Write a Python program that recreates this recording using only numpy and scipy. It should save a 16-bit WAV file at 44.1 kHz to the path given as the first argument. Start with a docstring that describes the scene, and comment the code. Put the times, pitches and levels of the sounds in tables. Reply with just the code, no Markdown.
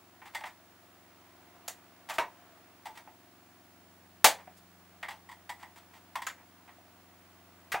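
"""A screwdriver presses small brass clips into a hollow plastic housing, on a bench close to a stereo pair.
The tip ticks and scrapes in runs of tiny slips, clips snap past their catches, one loudly, and the housing
knocks on the bench. Each contact rings brass and plastic, and the small workshop answers briefly.
Well off-mic a machine hums; a thin electrical whine sits in the centre, over soft room tone."""
import sys
import numpy as np
from scipy import signal
from scipy.fft import rfft, irfft, next_fast_len
from scipy.io import wavfile
from scipy.ndimage import uniform_filter1d, map_coordinates

SR = 44100
rng = np.random.default_rng(int(sys.argv[2]) if len(sys.argv) > 2 else 0)


def wav_out(sig):
    """Save sig, one row per channel (or a flat mono array), as 16-bit PCM at SR to the path in sys.argv[1]."""
    wavfile.write(sys.argv[1], SR, np.round(np.clip(np.atleast_2d(sig).T, -1, 1) * 32767).astype(np.int16))


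N = 343980
SIZE = 16384  # samples in one contact
T = np.arange(SIZE) / SR
HZ = np.fft.rfftfreq(SIZE, 1 / SR)

# the tip lands on a clip: t/s, slide/s, level/dB, crack/dB, housing f/Hz, housing ring/dB, clip ring/dB
TIP_TAPS = [(0.3486, .005, -1, -11, 890, 10, 15.5), (0.407, 0.0048, -9, -15, 850, 12.5, 1),
            (0.4385, 0, 0.5, -21.5, 900, 6.5, 6), (2.089, 0, -7.5, -11, 840, 7, 6),
            (2.856, 0.014, -6.5, -11, 844, 17, 7.5), (2.974, 0.0026, -10.5, -10.5, 935, 5.5, 5),
            (5.029, 0.00038, 2, -20.5, 920, 0, 9.5), (5.085, 0.0065, -2.5, -14, 930, 11, 11),
            (5.107, 0.01, -7, -13, 860, 5, 8), (5.29, 0.0085, -19, -10.5, 970, 23, 18.5),
            (5.314, .009, -19, -8.5, 930, 5.5, 19), (5.493, 0.0076, -5.5, -9.5, 873, 17.5, 15),
            (5.629, 0, -13.5, -14, 930, 16.5, 14.5), (6.1552, 0.0033, 2, -13, 980, 14, 6.5),
            (6.2199, .003, -7, -9.5, 970, 13, 14)]
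# the tip drags over the brass: t/s, slide/s, level/dB, crack/dB
TIP_SCRAPES = [(0.218, .008, -11, -28), (0.256, 0.026, -10, -14), (0.337, 0.031, -13, -13),
               (0.455, 0.022, -7, -12), (2.137, .02, -8.5, -6.5), (2.953, 0.035, -13, -12),
               (4.385, 0.023, -13, -21), (4.57, .017, -30.5, 1), (5.595, .045, -14.5, -13),
               (5.76, .025, -15, -9.5), (5.935, 0.045, -15.5, -11.5), (6.38, 0.032, -19.5, -31),
               (6.678, 0.022, -14, -24)]
# a clip springs past a catch: t/s, slide/s, level/dB, crack/dB, housing f/Hz, tip ring/dB
CLIP_SNAPS = [(1.6796, .002, -2, -3.5, 740, 7.5), (2.097, .0098, 6, -14, 945, 2.5),
              (4.2435, .0005, 26, -7.5, 865, 2), (6.2675, .0037, 5.5, -13, 1520, 13),
              (7.719, .009, 8, -11.5, 1920, 0)]
# the housing knocks on the bench: t/s, level/dB, crack/dB, housing f/Hz
BENCH_KNOCKS = [(2.1835, 16.5, -20.5, 880), (3.075, -15, -36, 840), (4.474, -14, -38, 740),
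                (6.781, -26.5, -32, 675), (7.7425, 11, -29, 830)]
CLIP_RESONANCES = [(1963, 0.16, 1), (3352, 0.16, .5), (4740, 0.073, 0.38), (7600, 0.16, .5)]
# narrow modes that every contact rings: f/Hz, level/dB
NARROW_MODES = [(448, -3), (590, -1), (614, -1), (665, -2), (730, 1), (797, -3), (871, 2), (957, -1),
                (1163, -1), (1208, 2), (1269, -2), (1367, 0), (1513, -2), (1864, 0), (2046, -3), (2686, 0),
                (2768, 0), (3400, -1), (4720, 0), (5275, 2), (6980, 1), (7501, 2), (7657, 1)]
# stereo width of the contacts at the microphones: f/Hz, side over mid/dB
CONTACT_WIDTH = [(150, -24.5), (700, -31.5), (1400, -33), (2800, -28.5), (5600, -16), (11000, -7)]
# reverberation of the workshop: f/Hz, t60/s
ROOM_DECAY = [(150, 0.083), (400, 0.3), (900, 0.21), (3000, .175), (8000, .165), (15000, .14)]
# lines of the far machine's hum: multiple of the shaft rate, early level/dB, late level/dB
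HUM_LINES = [(4, -72, -66), (5, -75, -77), (7, -81, -86), (8, -73, -67), (9, -77, -74), (11, -74, -75),
             (12, -75, -74), (13, -73, -77), (14, -81, -80), (15, -73, -75), (16, -71, -74), (17, -79, -80),
             (20, -83, -80), (32, -74, -76)]
# the hum's drift from its early balance (0) to its late one (1): t/s, share
HUM_BALANCE = [(3.6, 0), (4.5, 0.98), (5.2, 0.88), (5.8, 0.38), (6.5, 0.48), (7.7, 0.74)]
# spectrum of the room tone: f/Hz, level/dB
ROOM_TONE_COLOUR = [(25, -25), (50, -13), (130, -18), (300, -11), (580, -6), (695, 1), (780, -4),
                    (1100, -4.5), (2000, -9.5), (4000, -16), (8000, -20), (15000, -21.5)]
# stereo width of the room tone: f/Hz, side over mid/dB
ROOM_TONE_WIDTH = [(100, -14), (700, -9.5), (1300, -11.5), (2400, -4.5), (4400, -1), (15000, 1.5)]


def screwdriver(housing_octaves=.23, tip_hz=7000, tip_octaves=.1):
    """Close on the bench: each contact drives housing, clip and steel tip in its own proportions."""
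    mid_side = np.zeros((2, N + SIZE))
    width = mid_side_gain(CONTACT_WIDTH, HZ)
    clip = sum(share * bump(hz, octaves) for hz, octaves, share in CLIP_RESONANCES)
    tip = bump(tip_hz, tip_octaves)
    contacts = taps() + scrapes() + snaps() + knocks()
    for start, slide, db, thud_db, crack_db, housing_hz, housing_db, clip_db, tip_db in contacts:
        # the housing radiates little below its ring; harder cracks reach further into the top treble
        bass = [(30, thud_db - 11), (120, thud_db - 4.5), (350, thud_db), (.77 * housing_hz, 0)]
        treble = [(2400, -4.5), (4500, crack_db), (13000, -2.5 + 1.43 * crack_db)]
        rings_db = housing_db * bump(housing_hz, housing_octaves) + clip_db * clip + tip_db * tip
        colour = amp(db + along(bass + treble, HZ) + rings_db)
        # light ticks are dry; heavy blows shake the whole housing and hang on
        spectrum = rfft(slips(slide)) * rfft(blow(shake_db=-3 + .11 * db))
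        mid_side[:, round(start * SR):][:, :SIZE] += coloured(spectrum, colour * width)
    return left_right(*mid_side[:, :N])


def taps(thud_db=-24.5, tip_db=-4):
    """Light landings of the tip: little thud, and housing and clip ring freely."""
    return [(start, slide, db, thud_db, crack_db, housing_hz, housing_db, clip_db, tip_db)
            for start, slide, db, crack_db, housing_hz, housing_db, clip_db in TIP_TAPS]


def scrapes(thud_db=-24.5, housing_hz=900, housing_db=7.5, clip_db=6, tip_db=0):
    return [(start, slide, db, thud_db, crack_db, housing_hz, housing_db, clip_db, tip_db)
            for start, slide, db, crack_db in TIP_SCRAPES]


def snaps(thud_db=-21, thud_growth=.25, housing_db=5, clip_db=.5):
    """A clip gives way: a broad crack rings the steel tip, and heavier snaps jolt the housing more."""
    return [(start, slide, db, thud_db + thud_growth * db, crack_db,
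             housing_hz, housing_db, clip_db, tip_db)
            for start, slide, db, crack_db, housing_hz, tip_db in CLIP_SNAPS]


def knocks(slide_s=.0033, thud_db=-6, housing_db=11, clip_db=-1, tip_db=0, softening=.31):
    """Plastic on the bench, short and dull: the softer the knock, the more it is thud and housing ring."""
    return [(start, slide_s, db, thud_db - softening * db, crack_db,
             housing_hz, housing_db - softening * db, clip_db, tip_db)
            for start, db, crack_db, housing_hz in BENCH_KNOCKS]


def slips(slide_s, rate_hz=900, scatter_db=2, touch_db=9):
    """The force of a contact: a first touch, then a run of tiny slips while the surfaces slide."""
    step = np.arange(1 + int(slide_s * rate_hz))
    jitter, size = rng.random(256)[step], rng.standard_normal(256)[step]
    times = (step + jitter * (step > 0)) / rate_hz
    force = amp(np.where(step > 0, scatter_db * size, touch_db))
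    return np.bincount((times * SR).astype(int), force, SIZE)


def blow(shake_db, crack_t60=.016, bounce_s=.0032, bounce_db=-1, room_db=1):
    """One blow as mid and side: a crack and its bounce off the bench, then the room and narrow modes."""
    bounce = amp(bounce_db) * (T > bounce_s) * fade(np.abs(T - bounce_s), crack_t60)
    crack = unit_energy((fade(T, crack_t60) + bounce) * rng.standard_normal((2, SIZE)))
    return crack + amp(shake_db) * (amp(room_db) * room_tail() + ringing())


def ringing(level_db=-19, t60_at_1khz=.15, scatter_db=1.1):
    """The narrow modes ring on after a blow; high ones die sooner."""
    mode_hz, mode_db = np.transpose(NARROW_MODES)
    t60 = t60_at_1khz * (1000 / mode_hz[:, None]) ** .15
    phase = rng.uniform(0, 2 * np.pi, (2, len(mode_hz), 1))
    modes = unit_energy(np.sin(2 * np.pi * mode_hz[:, None] * T + phase) * fade(T, t60))
    strength = amp(level_db + mode_db + rng.normal(0, scatter_db, len(mode_hz)))
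    return strength @ modes


def room_tail(build_s=.0043):
    """The workshop's near walls answer: diffuse sound builds fast and each band dies at its own rate."""
    hz, t, bands = signal.stft(rng.standard_normal((2, SIZE)), SR, nperseg=256)
    decay = fade(t, along(ROOM_DECAY, hz)[:, None])
    tail = signal.istft(bands * decay, SR)[1][:, :SIZE]
    return unit_energy(tail * (1 - np.exp(-T / build_s)))


def machine_hum(shaft_hz=22.15, gain_db=1.5, scatter_rad=1.3):
    """A machine far off-mic: multiples of its shaft rate, roughly in step so that it throbs once a turn."""
    t = np.arange(N) / SR
    late_share = np.interp(t, *np.transpose(HUM_BALANCE))
    hum = np.zeros(N)
    for multiple, early_db, late_db in HUM_LINES:
        drift_rad, waver_db = .3 * wobble(1), 1.2 * wobble(1.5)
        phase = 2 * np.pi * multiple * shaft_hz * t + scatter_rad * rng.standard_normal() + drift_rad
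        line_db = early_db + late_share * (late_db - early_db)
        hum += amp(gain_db + line_db + waver_db) * np.sin(phase)
    return hum


def electrical_whine(hz=15713.3, level_db=-66):
    """A thin, steady electrical whine in the centre of the image."""
    return amp(level_db) * np.sin(2 * np.pi * hz * np.arange(N) / SR)


def room_tone(level_db=-63, split_hz=3000, low_lift_db=.5):
    """Soft workshop noise around the microphones: the lower band wavers a little under a steady hiss."""
    white = rng.standard_normal((2, N))
    mid, side = filtered(
        white, lambda hz: amp(along(ROOM_TONE_COLOUR, hz)) * mid_side_gain(ROOM_TONE_WIDTH, hz))
    noise = left_right(mid, side) / np.std(mid)
    low = filtered(noise, lambda hz: 1 / (1 + (hz / split_hz) ** 4))
    hiss = noise - low
    waver_db = .9 * wobble(2)
    return amp(level_db) * (hiss + amp(low_lift_db + waver_db) * low)


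def amp(db):
    """Decibels to gain."""
    return 10 ** (np.asarray(db) / 20)


def fade(t, t60):
    """A decay that loses 60 dB in t60."""
    return np.exp(-np.log(1000) * t / t60)


def unit_energy(x):
    """x scaled so that each channel has energy 1."""
    return x / np.linalg.norm(x, axis=-1, keepdims=True)


def along(points, hz):
    """Points of f/Hz and value, read on a log frequency axis."""
    point_hz, values = np.transpose(points)
    return np.interp(np.log(hz + 1), np.log(point_hz + 1), values)


def bump(centre_hz, octaves):
    """A bell of height 1 around a resonance."""
    return np.exp(-.5 * (np.log2((HZ + 1) / centre_hz) / octaves) ** 2)


def wobble(rate):
    """A smooth random curve, rate knots a second."""
    knots = rng.standard_normal(int(N * rate / SR) + 4)
    return map_coordinates(knots, [np.arange(N) * rate / SR])


def filtered(x, response):
    """x through a filter whose gain is a function of frequency."""
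    padded = next_fast_len(N + SIZE)
    return irfft(rfft(x, padded) * response(np.fft.rfftfreq(padded, 1 / SR)), padded)[..., :N]


def causal(gain):
    """The minimum-phase response with this gain: nothing sounds before its cause."""
    cepstrum = irfft(np.log(gain + 1e-6))
    cepstrum[..., 1:SIZE // 2] *= 2
    cepstrum[..., SIZE // 2 + 1:] = 0
    return np.exp(rfft(cepstrum))


def coloured(spectrum, colour):
    """A sound with this broad colour that keeps the fine peaks of spectrum."""
    broad_power = uniform_filter1d(uniform_filter1d(np.abs(spectrum) ** 2, size=90), size=90)
    return irfft(spectrum * causal(colour / np.sqrt(np.abs(broad_power) + 1e-12)))


def mid_side_gain(width, hz):
    """Gains of mid (1) and side for a table of stereo width."""
    return np.array([np.ones(len(hz)), amp(along(width, hz))])


def left_right(mid, side):
    """Mid and side decoded to left and right."""
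    return np.array([mid + side, mid - side])


def scene():
    """Bench work up close, over the workshop's background."""
    return screwdriver() + machine_hum() + electrical_whine() + room_tone()


def record(dry, ceiling=.72, top_hz=15900):
    """The left microphone is a little brighter, the loudest peaks round off, and the band ends steeply."""
    tilt = [(5000, 0), (13000, .8)]  # f/Hz, level/dB: up on the left, down on the right
    pair = filtered(dry, lambda hz: amp(np.outer([1, -1], along(tilt, hz))))
    limited = pair / (1 + (pair / ceiling) ** 6) ** (1 / 6)
    return filtered(limited, lambda hz: amp(-60 * (np.maximum(hz - top_hz, 0) / 900) ** 2))


dry = scene()
out = record(dry)
wav_out(out)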